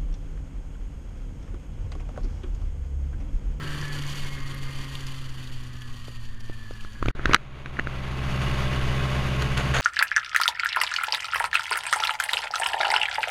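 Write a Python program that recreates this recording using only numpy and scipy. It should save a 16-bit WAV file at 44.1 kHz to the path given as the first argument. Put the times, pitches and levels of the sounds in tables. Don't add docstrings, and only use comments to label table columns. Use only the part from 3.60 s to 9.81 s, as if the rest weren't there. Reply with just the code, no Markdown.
import sys
import numpy as np
from scipy import signal
from scipy.fft import rfft, irfft, next_fast_len
from scipy.io import wavfile
from scipy.ndimage import uniform_filter1d

SR = 44100
rng = np.random.default_rng(int(sys.argv[2]) if len(sys.argv) > 2 else 0)


def bounce(signal):
    frames = np.transpose(np.atleast_2d(signal))
    limited = np.clip(frames, -1, 1)
    pcm = np.round(limited * 32767).astype(np.int16)
    wavfile.write(sys.argv[1], SR, pcm)


N = 273861
TIME = np.arange(N) / SR


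def from_db(db):
    return 10 ** (np.asarray(db) / 20)


def unit_rms(x):
    return x / np.sqrt(np.mean(x ** 2) + 1e-20)


def curve(rows):
    return np.interp(TIME, *np.transpose(rows))


def drift(knots_per_s):
    knots = rng.standard_normal(4096)
    return unit_rms(np.interp(TIME * knots_per_s, np.arange(len(knots)), knots))


def colour(x, spectrum):
    size = next_fast_len(N + SR // 2) // 2 * 2
    hz, db = np.transpose(spectrum)
    octave = np.log2(np.arange(size // 2 + 1) * SR / size + 1)
    outside = abs(octave - np.clip(octave, np.log2(hz[0]), np.log2(hz[-1])))
    gain = unit_rms(from_db(np.interp(octave, np.log2(hz), db) - 12 * outside))
    cepstrum = irfft(np.log(gain))
    cepstrum[1:size // 2] *= 2
    cepstrum[size // 2 + 1:] = 0
    return irfft(rfft(x, size) * np.exp(rfft(cepstrum)))[:N]


def noise(spectrum):
    return colour(rng.standard_normal(N), spectrum)


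def grains(per_s, spread_db):
    signs = (rng.random(N) < per_s / SR) * rng.choice([-1, 1], N)
    return unit_rms(signs * from_db(spread_db * np.minimum(rng.exponential(1, N), 4)))


def tone(cycles, waver_db, waver_per_s):
    sine = np.sqrt(2) * np.sin(2 * np.pi * (cycles + rng.random()))
    return sine * from_db(waver_db * drift(waver_per_s))


def rough_tone(hz, roughness):
    blur = np.exp(2j * np.pi * rng.random()) + roughness * (drift(110) + 1j * drift(110))
    return unit_rms(np.real(blur * np.exp(2j * np.pi * np.cumsum(hz) / SR)))


def burst(start_s, t60_s, rise_s):
    start = round(start_s * SR)
    at = np.arange(start, min(start + SR // 5, N))
    age_s = (at - start) / SR
    envelope = (1 - np.exp(-age_s / rise_s)) ** 2 * from_db(-60 * age_s / t60_s)
    return at, age_s, envelope / envelope.max()


def band(x, hz, width_hz):
    return signal.lfilter(*signal.iirpeak(hz, hz / width_hz, fs=SR), x)


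def resonate(x, modes):
    for hz, width_hz, boost_db in modes:
        x = x + (from_db(boost_db) - 1) * band(x, hz, width_hz)
    return x


def mode_gain(hz, modes):
    return sum(from_db(db) / (1 + ((hz - mode_hz) / half_hz) ** 2) for mode_hz, half_hz, db in modes)


def rotor_drone(pass_hz, passes):
    drone_db = -34.5 + 28 * np.log2(pass_hz / pass_hz[0])
    fundamental = from_db(drone_db) * tone(passes, waver_db=.94, waver_per_s=22)
    return fundamental + from_db(-54) * tone(2 * passes, waver_db=0, waver_per_s=12)


# (frequency [Hz], half width [Hz], level [dB])
GEARBOX_MODES = [(2160, 75, -51), (1875, 25, -62), (1725, 60, -51)]
def gear_whine(pass_hz, teeth_per_pass=15.62):
    mesh_hz = teeth_per_pass * pass_hz
    return mode_gain(mesh_hz, GEARBOX_MODES) * rough_tone(mesh_hz, roughness=1.1)


# (frequency [Hz], relative density [dB])
HISS_SPECTRUM = [(2000, 1), (4500, 10.5), (6600, 6), (7700, -2.5), (10000, -7), (12000, -4.5), (15500, -15)]
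def twigs(decay_s=.0056):
    breaks = abs(grains(per_s=9.8, spread_db=2)) + 1e-18
    envelope = signal.lfilter([1], [1, -np.exp(-1 / (decay_s * SR))], breaks)
    return unit_rms(colour(envelope * rng.standard_normal(N), HISS_SPECTRUM))


# (time [s], level [dB])
WEED_FEED = [(0.0, -45.5), (0.6, -42), (0.86, -50), (0.88, -46.5), (1.0, -48.5), (1.11, -45.5), (1.49, -46),
             (1.6, -49), (2.71, -53), (2.79, -62), (2.81, -48.5), (2.82, -59), (2.84, -52.5), (3.0, -54)]
# (frequency [Hz], relative density [dB])
STALK_SPECTRUM = [(800, -2), (2000, -6.5), (3000, 1.5), (3900, 3), (4600, 0.5), (5300, -8.5), (7000, -11),
                  (8200, -12.5), (10000, -16), (13000, -16), (15500, -25)]
def shredding(pulse):
    feed_db = curve(WEED_FEED) - 36 * np.maximum(TIME - 3.5, 0)
    stalk_gain = from_db(feed_db - 2.5 + 2 * drift(90))
    stalks = colour(pulse * grains(per_s=12000, spread_db=3), STALK_SPECTRUM)
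    return stalk_gain * stalks + from_db(feed_db - 16) * twigs()


# (frequency [Hz], half width [Hz], level re roar [dB])
PANEL_MODES = [(540, 20, -17), (1090, 30, -15), (1215, 30, -12), (1310, 15, -13), (1605, 14, -13),
               (1722, 10, -3.5), (1905, 50, -10.5)]
PANEL_ORDERS = (4, 8, 9, 10, 11, 12, 14)
def hood_panels(pass_hz):
    return sum(mode_gain(order * pass_hz, PANEL_MODES) * rough_tone(order * pass_hz, roughness=.55)
               for order in PANEL_ORDERS)


# (time [s], flail pass rate [Hz])
PASS_RATE = [(0, 146.4), (.5, 141), (.92, 135.3), (1.35, 134.7), (3.5, 105.5)]
# (frequency [Hz], relative density [dB])
ROAR_SPECTRUM = [(60, 19.5), (150, 7.5), (260, 7), (400, 1.5), (750, -14.5), (1100, -7), (1400, -2.5),
                 (1900, 2), (2350, -14), (3000, -15), (4000, -12.5), (7000, -44.5)]
# (frequency [Hz], width [Hz], boost [dB])
HOOD_MODES = [(547, 83, 4), (1070, 230, 7.5), (1273, 120, -7), (1790, 55, -2), (2180, 110, -1.5),
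              (2394, 174, 5.5), (2980, 470, 6.5), (3900, 710, -8), (5330, 370, -7), (5640, 530, 4.5),
              (7020, 490, 5.5)]
def mulcher(start_m=3.54, away_m_per_s=1.66):
    pass_hz = curve(PASS_RATE)
    passes = np.cumsum(pass_hz * (1 + .0034 * drift(12.4))) / SR
    tones = rotor_drone(pass_hz, passes) + gear_whine(pass_hz)
    pulse = unit_rms(1 + .13 * np.cos(2 * np.pi * passes))
    roar_db = -35.5 - 13 * np.log2(1 + away_m_per_s * TIME / start_m)
    roar = from_db(roar_db + 1.74 * drift(40)) * colour(pulse * rng.standard_normal(N), ROAR_SPECTRUM)
    under_hood = resonate(roar + shredding(pulse), HOOD_MODES)
    return tones + under_hood + from_db(roar_db) * hood_panels(pass_hz)


# (frequency [Hz], relative density [dB])
WIND_SPECTRUM = [(7, 3), (14, 2), (24, -8), (36, -14), (55, -17), (100, -23), (200, -37), (600, -60)]
def wind():
    return noise(WIND_SPECTRUM)


# (time [s], level [dB], ring [Hz])
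DEBRIS_HITS = [(.435, -28, 1900), (.945, -38, 11500), (1.352, -25, 3150), (1.873, -34, 3400),
               (2.218, -32, 2900), (2.805, -40, 5200), (3.135, -39, 4700), (3.208, -35, 2700)]
def debris():
    rings, spits = np.zeros(N), np.zeros(N)
    for start_s, db, hz in DEBRIS_HITS:
        at, age_s, envelope = burst(start_s, t60_s=.022, rise_s=.0005)
        modes = [np.sin(2 * np.pi * (hz * ratio * age_s + rng.random())) for ratio in (.89, 1, 1.13)]
        rings[at] += from_db(db - 3) * envelope * np.mean(modes, axis=0)
        spits[at] += from_db(db - 12) * envelope * rng.standard_normal(len(at))
    return rings + colour(spits, STALK_SPECTRUM)


# (time [s], ring level [dB], ring [Hz], crack level [dB], thud level [dB])
KNOCKS = [(2.482, -31, 455, -48, -45), (2.898, -50, 500, -37, -28), (3.109, -29, 451, -36, -34.5),
          (3.248, -35, 1280, -35, -36.5), (3.4265, -18, 1130, -25, -18), (3.458, -35, 2300, -20, -22),
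          (3.484, -18.5, 2300, -16, -15), (3.594, -25.5, 1390, -42, -26.5), (3.656, -10.5, 1650, -6, -17),
          (3.695, -22, 1010, -43, -14), (3.712, -21, 2200, -38, -22), (3.7334, -10, 1200, -3.5, -25),
          (3.7449, 6.5, 1389, 7.5, -15.5), (3.762, -15, 1570, -15, -42), (4.059, -18.5, 1500, -24, -32),
          (4.169, -27, 1830, -40, -45), (4.19, -14.5, 1480, -29, -26), (4.195, -10.5, 1800, -21.5, -20.5),
          (4.271, -17, 1470, -32, -25.5)]
# (frequency [Hz], level re thud [dB], t60 [s])
THUD_MODES = [(130, -5.5, 0.019), (313, 1, 0.015), (437, 4.5, 0.004)]
# (frequency [Hz], relative density [dB])
CRACK_SPECTRUM = [(200, -6), (500, -20), (780, -9), (1300, 13.5), (2600, 5.5), (3300, 1), (4100, 0.5),
                  (4800, -12.5), (5600, -11), (6500, -10.5), (8500, -41), (12000, -32), (15000, -37)]
def case_knocks():
    rings, cracks = np.zeros(N), np.zeros(N)
    for start_s, ring_db, hz, crack_db, thud_db in KNOCKS:
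        at, age_s, envelope = burst(start_s, t60_s=.0075, rise_s=.001)
        phase_per_hz = 2 * np.pi * age_s
        modes = np.sin(hz * phase_per_hz) + from_db(-15) * np.sin(1.58 * hz * phase_per_hz)
        rings[at] += from_db(ring_db) * envelope ** 1.5 * modes
        for mode_hz, mode_db, t60_s in THUD_MODES:
            rings[at] += from_db(thud_db + mode_db - 60 * age_s / t60_s) * np.sin(mode_hz * phase_per_hz)
        at, _, envelope = burst(start_s, t60_s=.0093, rise_s=.00035)
        cracks[at] += from_db(crack_db - 6.5) * envelope * rng.standard_normal(len(at))
    return rings + colour(cracks, CRACK_SPECTRUM)


# (start [s], end [s], pressure level [dB], final rub level [dB])
GRIPS = [(3.386, 3.542, -20.5, -35.5), (3.623, 3.751, -18, -26)]
# (frequency [Hz], relative density [dB])
PRESS_SPECTRUM = [(12, 14), (30, 7), (70, -5), (130, -4), (200, -25), (500, -43), (1500, -61)]
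RUB_SPECTRUM = [(150, 9), (350, 12), (750, -0.5), (1500, 11), (2400, 0), (3500, -7.5), (5300, -19),
                (6600, -23), (8500, -30), (15000, -38)]
def hand_grips(rise_db_per_s=130, release_s=.018):
    press, rub = 0, 0
    for start_s, end_s, press_db, rub_db in GRIPS:
        progress = np.clip((TIME - start_s) / (end_s - start_s), 0, 1)
        press += from_db(press_db) * np.sin(np.pi * progress)
        held = np.clip(1 - (TIME - end_s) / release_s, 0, 1)
        rub += held * from_db(rub_db - rise_db_per_s * np.maximum(end_s - TIME, 0))
    return press * noise(PRESS_SPECTRUM) + rub * noise(RUB_SPECTRUM)


def approach(alongside_db, db_per_doubling, arrival_s=4.85, m_per_s=3.3, gap_m=.78):
    distance_m = np.hypot(gap_m, m_per_s * np.maximum(arrival_s - TIME, 0))
    return from_db(alongside_db - db_per_doubling * np.log2(distance_m / gap_m))


# (frequency [Hz], level re exhaust [dB], slope [dB/s])
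DRIVE_TONES = [(72.3, -13, 1), (144.6, -8, 1), (435, -21, 8), (597, -19, 1), (1071, -21, -1),
               (1303, -24, 0), (2256, -27, 0), (2785, -27, -2)]
def drive_gears():
    ramp_s = np.clip(TIME - 5.4, -1, 1)
    gears = np.zeros(N)
    for hz, db, db_per_s in DRIVE_TONES:
        cycles = np.cumsum(hz * (1 + .00239 * drift(20))) / SR
        gears += from_db(db + db_per_s * ramp_s) * tone(cycles, waver_db=2, waver_per_s=12)
    return gears


# (frequency [Hz], width [Hz], relative level [dB])
RATTLE_MODES = [(1090, 33, -14), (1584, 140, -14.5), (2000, 36, -14.5), (2535, 160, -13.5),
                (2910, 126, -13.5), (3490, 180, -17.5)]
def rattle():
    return sum(from_db(db) * unit_rms(band(grains(per_s=260, spread_db=2.5) + 1e-18, hz, width_hz))
               for hz, width_hz, db in RATTLE_MODES)


# (multiple of the firing rate, relative level [dB])
EXHAUST_ORDERS = [(1, -2), (1.75, -14), (2, -1.5), (2.75, -19.5), (3, -10), (4, -19), (5, -20.5),
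                  (5.5, -26.5), (6, -23.5), (7.5, -32), (8.5, -21)]
# (frequency [Hz], relative density [dB])
CLATTER_SPECTRUM = [(40, 14), (100, 11), (220, 6.5), (400, 4.5), (780, 2.5), (1150, 5), (1700, 2),
                    (2300, 1), (3000, -2.5), (4000, -9), (5300, -36), (8000, -31.5)]
def diesel_tractor(firing_hz=64.7, cylinders=4):
    firings = np.cumsum(firing_hz * (1 + .0012 * drift(8))) / SR
    exhaust = sum(from_db(db) * tone(order * firings, waver_db=.8, waver_per_s=10)
                  for order, db in EXHAUST_ORDERS)
    gears = drive_gears()
    cycle = firings / cylinders % 1
    pattern = rng.standard_normal(round(cylinders * SR / firing_hz))
    valves = pattern[(cycle * len(pattern)).astype(int)]
    pulse = 1 + .12 * np.cos(2 * np.pi * firings) + .026 * np.cos(2 * np.pi * cycle)
    throb = unit_rms(pulse + .16 * drift(50))
    clatter = colour(throb * unit_rms(valves + rng.standard_normal(N)), CLATTER_SPECTRUM)
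    hiss = colour(throb * grains(per_s=24000, spread_db=3), HISS_SPECTRUM)
    return (approach(-28.5, db_per_doubling=6) * (exhaust + gears)
            + approach(-33.5, db_per_doubling=5.14) * clatter
            + approach(-32.5, db_per_doubling=9.9) * rattle()
            + approach(-50, db_per_doubling=7.9) * hiss)


# (time [s], level [dB], length [s], stem snap level [dB])
CLODS = [(4.811, -36, 0.022, -39), (5.814, -30.5, 0.014, -30), (5.969, -31, 0.041, -28),
         (6.137, -22, 0.033, -39), (6.177, -28.5, 0.075, -31)]
# (frequency [Hz], relative density [dB])
SOIL_SPECTRUM = [(200, -1), (700, 4), (1100, 0), (1500, 8.5), (2100, 0.5), (3300, -3), (5300, -20),
                 (6700, -10.5), (8000, -24), (15000, -37)]
def tyres(snap_delay_s=.0074):
    force, snaps = np.zeros(N), np.zeros(N)
    for start_s, db, length_s, snap_db in CLODS:
        knots_s = [0, .003, length_s, 1.38 * length_s]
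        force += from_db(db) * np.interp(TIME - start_s, knots_s, [.01, .81, .85, .083])
        at, _, envelope = burst(start_s + snap_delay_s, t60_s=.018, rise_s=.00029)
        snaps[at] += from_db(snap_db) * envelope * rng.standard_normal(len(at))
    soil = colour(force * grains(per_s=4400, spread_db=3), SOIL_SPECTRUM)
    return soil + colour(snaps, STALK_SPECTRUM)


def scene(cut_start_s=3.514, cut_end_s=3.549, fade_s=.004):
    before_cut = np.clip((cut_start_s - TIME) / fade_s, 0, 1)
    after_cut = np.clip((TIME - cut_end_s) / fade_s, 0, 1)
    rumble = wind()
    hand = case_knocks() + hand_grips()
    departing = mulcher() + debris() + from_db(-32.5) * rumble + hand
    passing = diesel_tractor() + tyres() + from_db(-33) * rumble + hand
    air = from_db(-69) * noise(ROAR_SPECTRUM)
    return (before_cut * departing + after_cut * passing + air)[None]


def gain_control(x, threshold_db=-13, attack_s=.025, recover_db_per_s=13, sense_above_hz=500):
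    sensed = signal.sosfilt(signal.butter(2, sense_above_hz, "high", fs=SR, output="sos"), x)
    level_db = 10 * np.log10(np.abs(uniform_filter1d(sensed ** 2, size=220)) + 1e-12)
    creep_db = recover_db_per_s * TIME
    duck_db = np.maximum.accumulate(np.maximum(level_db - threshold_db, 0) + creep_db) - creep_db
    pole = np.exp(-1 / (attack_s * SR))
    return x * from_db(-signal.lfilter([1 - pole], [1, -pole], duck_db))


# (frequency [Hz], width [Hz], boost [dB])
CASE_MODES = [(1020, 91, 0), (4577, 300, 5), (6530, 480, 3.5), (9620, 830, 7), (11500, 410, 2.5),
              (13400, 500, 1)]
def record(dry, cutoff_hz=15300):
    limited = gain_control(np.tanh(resonate(dry[0], CASE_MODES)))
    return signal.sosfilt(signal.ellip(12, .1, 90, cutoff_hz, fs=SR, output="sos"), limited)[None]


dry = scene()
out = record(dry)
bounce(out)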